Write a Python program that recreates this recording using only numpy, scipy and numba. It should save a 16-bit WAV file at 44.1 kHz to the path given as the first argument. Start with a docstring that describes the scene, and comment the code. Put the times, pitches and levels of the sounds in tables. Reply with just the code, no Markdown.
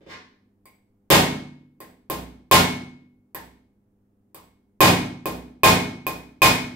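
"""A sheet-metal part knocks and scrapes on vise jaws, then a hammer sets a steel screw in it:
five hard blows among light aiming taps. Each contact cracks, rings vise, part, screw and hammer head,
and rocks the bench. Every hard blow seats the screw tighter, so the part rings more.
A live workshop answers over faint air and mains hum; the close microphone's limiter flattens the blows."""
import sys
import numpy as np
from scipy import signal
from scipy.fft import rfft, irfft
from scipy.io import wavfile
from scipy.ndimage import uniform_filter1d, minimum_filter1d
from numba import njit

SR = 44100
rng = np.random.default_rng(int(sys.argv[2]) if len(sys.argv) > 2 else 0)


def inscribe(sig):
    """Save sig as 16-bit PCM at rate SR to the path in sys.argv[1].

    A 1-D sig is mono; a 2-D sig holds one channel per row.
    Samples are clipped to [-1, 1] before scaling.
    """
    pcm = np.round(np.clip(np.atleast_2d(sig).T, -1, 1) * 32767)
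    wavfile.write(sys.argv[1], SR, pcm.astype(np.int16))


N = 297675
T = np.arange(N) / SR
RING_T = T[:65536]

# hammer contacts; how squarely the face lands offsets the thud, the vise and part clang, the screw ping
# start_s, strength_db, thud_db, clang_db, ping_db
BLOWS = [(0.656, -55.5, -3, 2, -4), (1.1024, -0.5, 1, -19.5, -16.5), (1.804, -44, 4, 2, 0),
         (2.0998, -25, 3.5, -1, -2), (2.133, -37, 2.5, -5.5, -16), (2.513, -0.5, -2, -4, -20),
         (3.347, -35.5, -0.5, -2.5, 4), (4.346, -43.5, -2, -4, 0), (4.8057, -0.5, 1.5, -2, -10),
         (5.257, -26, 7, 1.5, -4.5), (5.634, -1, 0, -1, -20.5), (6.067, -25, 1.5, 2.5, -0.5),
         (6.419, -1.5, -4.5, -2.5, -17.5)]


def undb(db):
    """Decibels to gain."""
    return 10 ** (np.asarray(db) / 20)


def along(table, hz, column=1):
    """Table column interpolated over log frequency."""
    rows = np.array(table)
    return np.interp(np.log(np.maximum(hz, 1)), np.log(rows[:, 0]), rows[:, column])


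def add(track, start_s, sound):
    """Mix a sound into a mono track."""
    start = int(start_s * SR)
    track[start:start + len(sound)] += sound[:N - start]


def panned(x, pan_db):
    """Stereo with left pan_db above right."""
    return x * undb([[pan_db / 2], [-pan_db / 2]])


def through(x, response):
    """Mono sound through a stereo response."""
    return signal.fftconvolve(x[None], response, axes=1)[:, :N]


def swell(rise_s):
    """Exponential rise from 0 to 1."""
    return 1 - np.exp(-RING_T / rise_s)


def decay(t60_s):
    """Fade of 60 dB per t60_s."""
    return undb(-60 * RING_T / t60_s)


def noise_spectrum(size):
    """Frequencies and spectrum of white stereo noise, near mono in the bass."""
    # left-right likeness: freq_hz, correlation
    likeness = [(30, 0.94), (100, .97), (250, .9), (500, 0.58), (1000, 0.042), (2000, 0.062), (8000, 0),
                (13000, 0.52)]
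    hz = np.fft.rfftfreq(size, 1 / SR)
    mid, side = rfft(rng.standard_normal((2, size)))
    correlation = along(likeness, hz)
    mid *= np.sqrt((1 + correlation) / 2)
    side *= np.sqrt((1 - correlation) / 2)
    return hz, np.array([mid + side, mid - side])


def click(colour, body_db=0, treble_db=0, size=4096):
    """Minimum-phase pulse of a given spectrum, with a low bell and a treble shelf."""
    body_hz, treble_hz = 320, 11000.
    hz = np.fft.rfftfreq(size, 1 / SR)
    body = np.exp(-.7 * np.log((hz + 1) / body_hz) ** 2)
    treble = hz ** 4 / (hz ** 4 + treble_hz ** 4)
    cepstrum = irfft(np.log(undb(along(colour, hz) + body_db * body + treble_db * treble)))
    cepstrum[1:size // 2] *= 2
    cepstrum[size // 2 + 1:] = 0
    return irfft(np.exp(rfft(cepstrum)))


def ring(modes, scatter_db):
    """Decaying sines, levels scattered anew on each call."""
    offsets_db = scatter_db * rng.standard_normal(len(modes))
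    return sum(undb(level_db + offset_db) * np.sin(2 * np.pi * hz * RING_T) * decay(t60_s)
               for (hz, level_db, t60_s), offset_db in zip(modes, offsets_db))


def dense_response(table):
    """Overlapping echoes: stereo noise bands, each with its own decay."""
    hz, noise = noise_spectrum(len(RING_T))
    noise *= undb(along(table, hz))
    edges_hz = np.geomspace(25, 18000, 28)
    response = 0
    for low_hz, high_hz in zip(edges_hz, edges_hz[1:]):
        band = irfft(noise * ((hz >= low_hz) & (hz < high_hz)))
        response += band * decay(along(table, np.sqrt(low_hz * high_hz), column=2))
    return response


def background():
    """Low workshop air and mains hum."""
    # air spectrum: freq_hz, density_db
    air_colour = [(25, -13), (48, -9), (70, -16.5), (95, -9.5), (125, -10), (160, -20.5), (215, -8),
                  (270, -9), (400, -19.5), (560, -25.5), (800, -27), (1300, -35.5), (4000, -50.5),
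                  (16000, -48)]
    # mains harmonics: pitch_hz, rms_db
    harmonics = [(100, -73), (200, -69.5), (300, -80), (400, -79.5), (500, -85.5)]
    hz, noise = noise_spectrum(N)
    air = irfft(noise * undb(along(air_colour, hz)), N)
    hum = sum(np.sqrt(2) * undb(rms_db) * np.sin(2 * np.pi * (pitch_hz * T + rng.random()))
              for pitch_hz, rms_db in harmonics)
    return undb(-68) * air / air.std() + hum


def workshop_reverb(contacts, rings):
    """Wall echoes and low room modes build up, then die away."""
    # wall echoes: freq_hz, level_db, t60_s
    walls = [(40, -8, 0.79), (120, -12, 0.71), (274, -4, 0.74), (467, -5.5, 0.5), (1030, -7, 0.49),
             (2100, -1, 0.49), (4500, -0.5, 0.47), (7995, 0, 0.41), (12800, -9, 0.34)]
    # standing waves: pitch_hz, level_db, t60_s
    room_modes = [(64.5, -21, 0.26), (93.4, -29.5, 0.69), (114.94, -28.5, 0.6), (146, -34, 0.93),
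                  (177, -25.5, 0.68), (192, -37.5, 0.43), (248.1, -30, 1.016), (267.7, -39.5, .9),
                  (291.2, -40, 1.1), (324.7, -39, 0.77), (427, -34, 0.45), (498, -35.5, 0.5)]
    response = dense_response(walls) * swell(rise_s=.0053)
    response += ring(room_modes, scatter_db=.5) * swell(rise_s=.018)
    # the highest rings come from small parts and hardly fill the room
    far_rings = signal.sosfilt(signal.butter(2, 7500, fs=SR, output="sos"), rings)
    return through(contacts + undb(-36.5) * far_rings, response)


def placing():
    """The part knocks and rubs on the jaws, then slides in one push: a dense run of tiny slips."""
    # knocks on the jaws: start_s, level_db
    nudges = [(.008, -39.5), (0.027, -46.5), (.064, -29)]
    # knock spectrum: freq_hz, level_db
    nudge_colour = [(30, -5), (150, 4), (550, 7), (900, -7.5), (3000, -17.5), (15000, -50)]
    # slip spectrum: freq_hz, level_db
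    slide_colour = [(40, -4), (200, 2), (500, 6), (760, 8), (980, 14), (1060, 21), (1150, 8), (2000, 8),
                    (2600, 1.5), (4500, -0.5), (7500, -15), (9000, -20), (15000, -25)]
    peak_s, width_s = .11, .018
    push = undb(-67) * np.exp(-.5 * ((T - peak_s) / width_s) ** 2)
    rub = undb(-99) * (T < peak_s)
    slips = rng.standard_normal(N) * undb(2.4 * rng.exponential(size=N))
    out = signal.fftconvolve(slips * (push + rub), click(slide_colour))[:N]
    for start_s, level_db in nudges:
        add(out, start_s, undb(level_db) * click(nudge_colour))
    return out


def buzzing():
    """The loosely held part buzzes on the jaws after some light taps."""
    # rattle bands: start_s, centre_hz, width_hz, level_db
    buzzes = [(0.656, 2200, 348, -55), (1.803, 1890, 700, -48.5), (3.347, 1810, 448, -40),
              (3.349, 910, 200, -40), (4.346, 1050, 250, -47)]
    out = np.zeros((2, N))
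    for start_s, centre_hz, width_hz, level_db in buzzes:
        hz, noise = noise_spectrum(len(RING_T))
        band = irfft(noise / (1 + ((hz - centre_hz) / (width_hz / 2)) ** 2))
        rattle = undb(level_db) * band / band.std() * swell(rise_s=.0043) * decay(t60_s=.4)
        for track, sound in zip(out, rattle):
            add(track, start_s, sound)
    return out


def bench_sway():
    """The heavy bench picks up each contact slowly; past a limit, more strength rocks it no further."""
    # bench modes: pitch_hz, level_db, t60_s
    bench = [(63, 5.5, .44), (65, -8.5, 0.38)]
    limit_db = -15.5
    out = np.zeros(N)
    for start_s, strength_db, thud_db, _, _ in BLOWS:
        level_db = min(4 + 1.01 * strength_db, limit_db) + thud_db
        add(out, start_s, undb(level_db) * ring(bench, scatter_db=3) * swell(rise_s=.18) ** 2)
    return out


def steel_rings():
    """Each contact rings the steel; the part rings more as hard blows seat the screw."""
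    # modes of vise, part, hammer head, screw head, a loose steel piece: pitch_hz, level_db, t60_s
    vise = [(496, -16.5, 0.057), (650, -15.5, 0.45), (768, -13, 0.3), (882.5, -13, 0.41),
            (1050, -13, 0.021), (1057, 0, 0.18), (1426, -25.5, 0.15), (1754, -12, 0.048)]
    part = [(2465, -27.5, .55), (2494, 3.5, 0.082), (2640, -12.5, .06), (5250, -23.5, .35)]
    hammer = [(4755, -13, .14), (7920, -5, .15), (8030, -7, .11), (8330, -10, .1), (9927, -10, .15)]
    screw = [(12400, 3, .08), (13250, -12, .08), (15290, -9, .09)]
    loose_steel = [(2191, 0, .6)]
    hard_db, seating_db_per_blow = -12, 3.83
    hard_blows = 0
    out = np.zeros(N)
    for start_s, strength_db, _, clang_db, ping_db in BLOWS:
        hard_blows += strength_db > hard_db
        for modes, level_db in ((vise, strength_db + clang_db - .7),
                                (part, strength_db + clang_db - 17 + seating_db_per_blow * hard_blows),
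                                (hammer, .52 * strength_db - 18),
                                (screw, strength_db + ping_db)):
            add(out, start_s, undb(level_db) * ring(modes, scatter_db=1))
        singing = ring(loose_steel, scatter_db=4) * swell(rise_s=.07) ** 2
        add(out, start_s, undb(strength_db - 20) * singing)
    return out


def hammer_cracks():
    """Steel cracks on steel; hard blows also make the part chatter on the jaws."""
    # contact spectrum: freq_hz, level_db
    crack_colour = [(25, -10.5), (60, 2.5), (130, 11), (300, 11.5), (700, 13), (1000, 12.5), (1350, 5),
                    (2000, 1.5), (3300, 0), (6000, -8), (9500, -8.5), (12000, -2), (15500, -5.5)]
    chatter_fade_s = .017
    out = np.zeros(N)
    for start_s, strength_db, thud_db, _, _ in BLOWS:
        # light taps have relatively more thud and tick
        body_db = thud_db - 2.9 - .18 * strength_db
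        treble_db = -.7 - .36 * strength_db
        crack = undb(strength_db) * click(crack_colour, body_db, treble_db)
        add(out, start_s, crack)
        chatter = rng.standard_normal(len(RING_T)) * swell(rise_s=.0085) * np.exp(-RING_T / chatter_fade_s)
        add(out, start_s, undb(3.9 * strength_db - 26) * signal.fftconvolve(crack, chatter))
    return out


def scene():
    """Contacts reach the microphone straight, off the bench top and from the walls."""
    # bench-top reflections: freq_hz, level_db, t60_s
    bench_top = [(60, -18, .04), (150, -6, 0.16), (400, -6, 0.097), (1500, -12, 0.015), (5070, -2.5, 0.012),
                 (9200, 10.5, 0.0068), (13300, 9, 0.006)]
    left_lag_samples = 3
    contacts = hammer_cracks() + placing()
    rings = steel_rings()
    straight = undb(8.5) * contacts + rings
    near = np.array([np.pad(straight, (left_lag_samples, 0))[:N], straight])
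    near += through(contacts, dense_response(bench_top))
    near += panned(bench_sway(), pan_db=-4) + buzzing()
    return panned(near + workshop_reverb(contacts, rings) + background(), pan_db=-.5)


@njit
def follow_peaks(x, release):
    """Peak envelope: instant attack, exponential release."""
    out, envelope = np.empty(len(x)), 0.
    for i in range(len(x)):
        envelope = max(x[i], envelope * release)
        out[i] = envelope
    return out


def record(dry):
    """Soft microphone overload, look-ahead limiter, steep low-pass."""
    overload_db, top_hz = 5, 15600
    ceiling_db, release_s, window_samples = -3, .024, 45
    sound = undb(overload_db) * np.tanh(dry / undb(overload_db))
    peaks = follow_peaks(np.abs(sound).max(axis=0), np.exp(-1 / (release_s * SR)))
    gain = np.minimum(1, undb(ceiling_db) / (peaks + 1e-9))
    gain = uniform_filter1d(minimum_filter1d(gain, window_samples), window_samples)
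    return signal.sosfilt(signal.ellip(8, .2, 70, top_hz, fs=SR, output="sos"), sound * gain)


dry = scene()
out = record(dry)
inscribe(out)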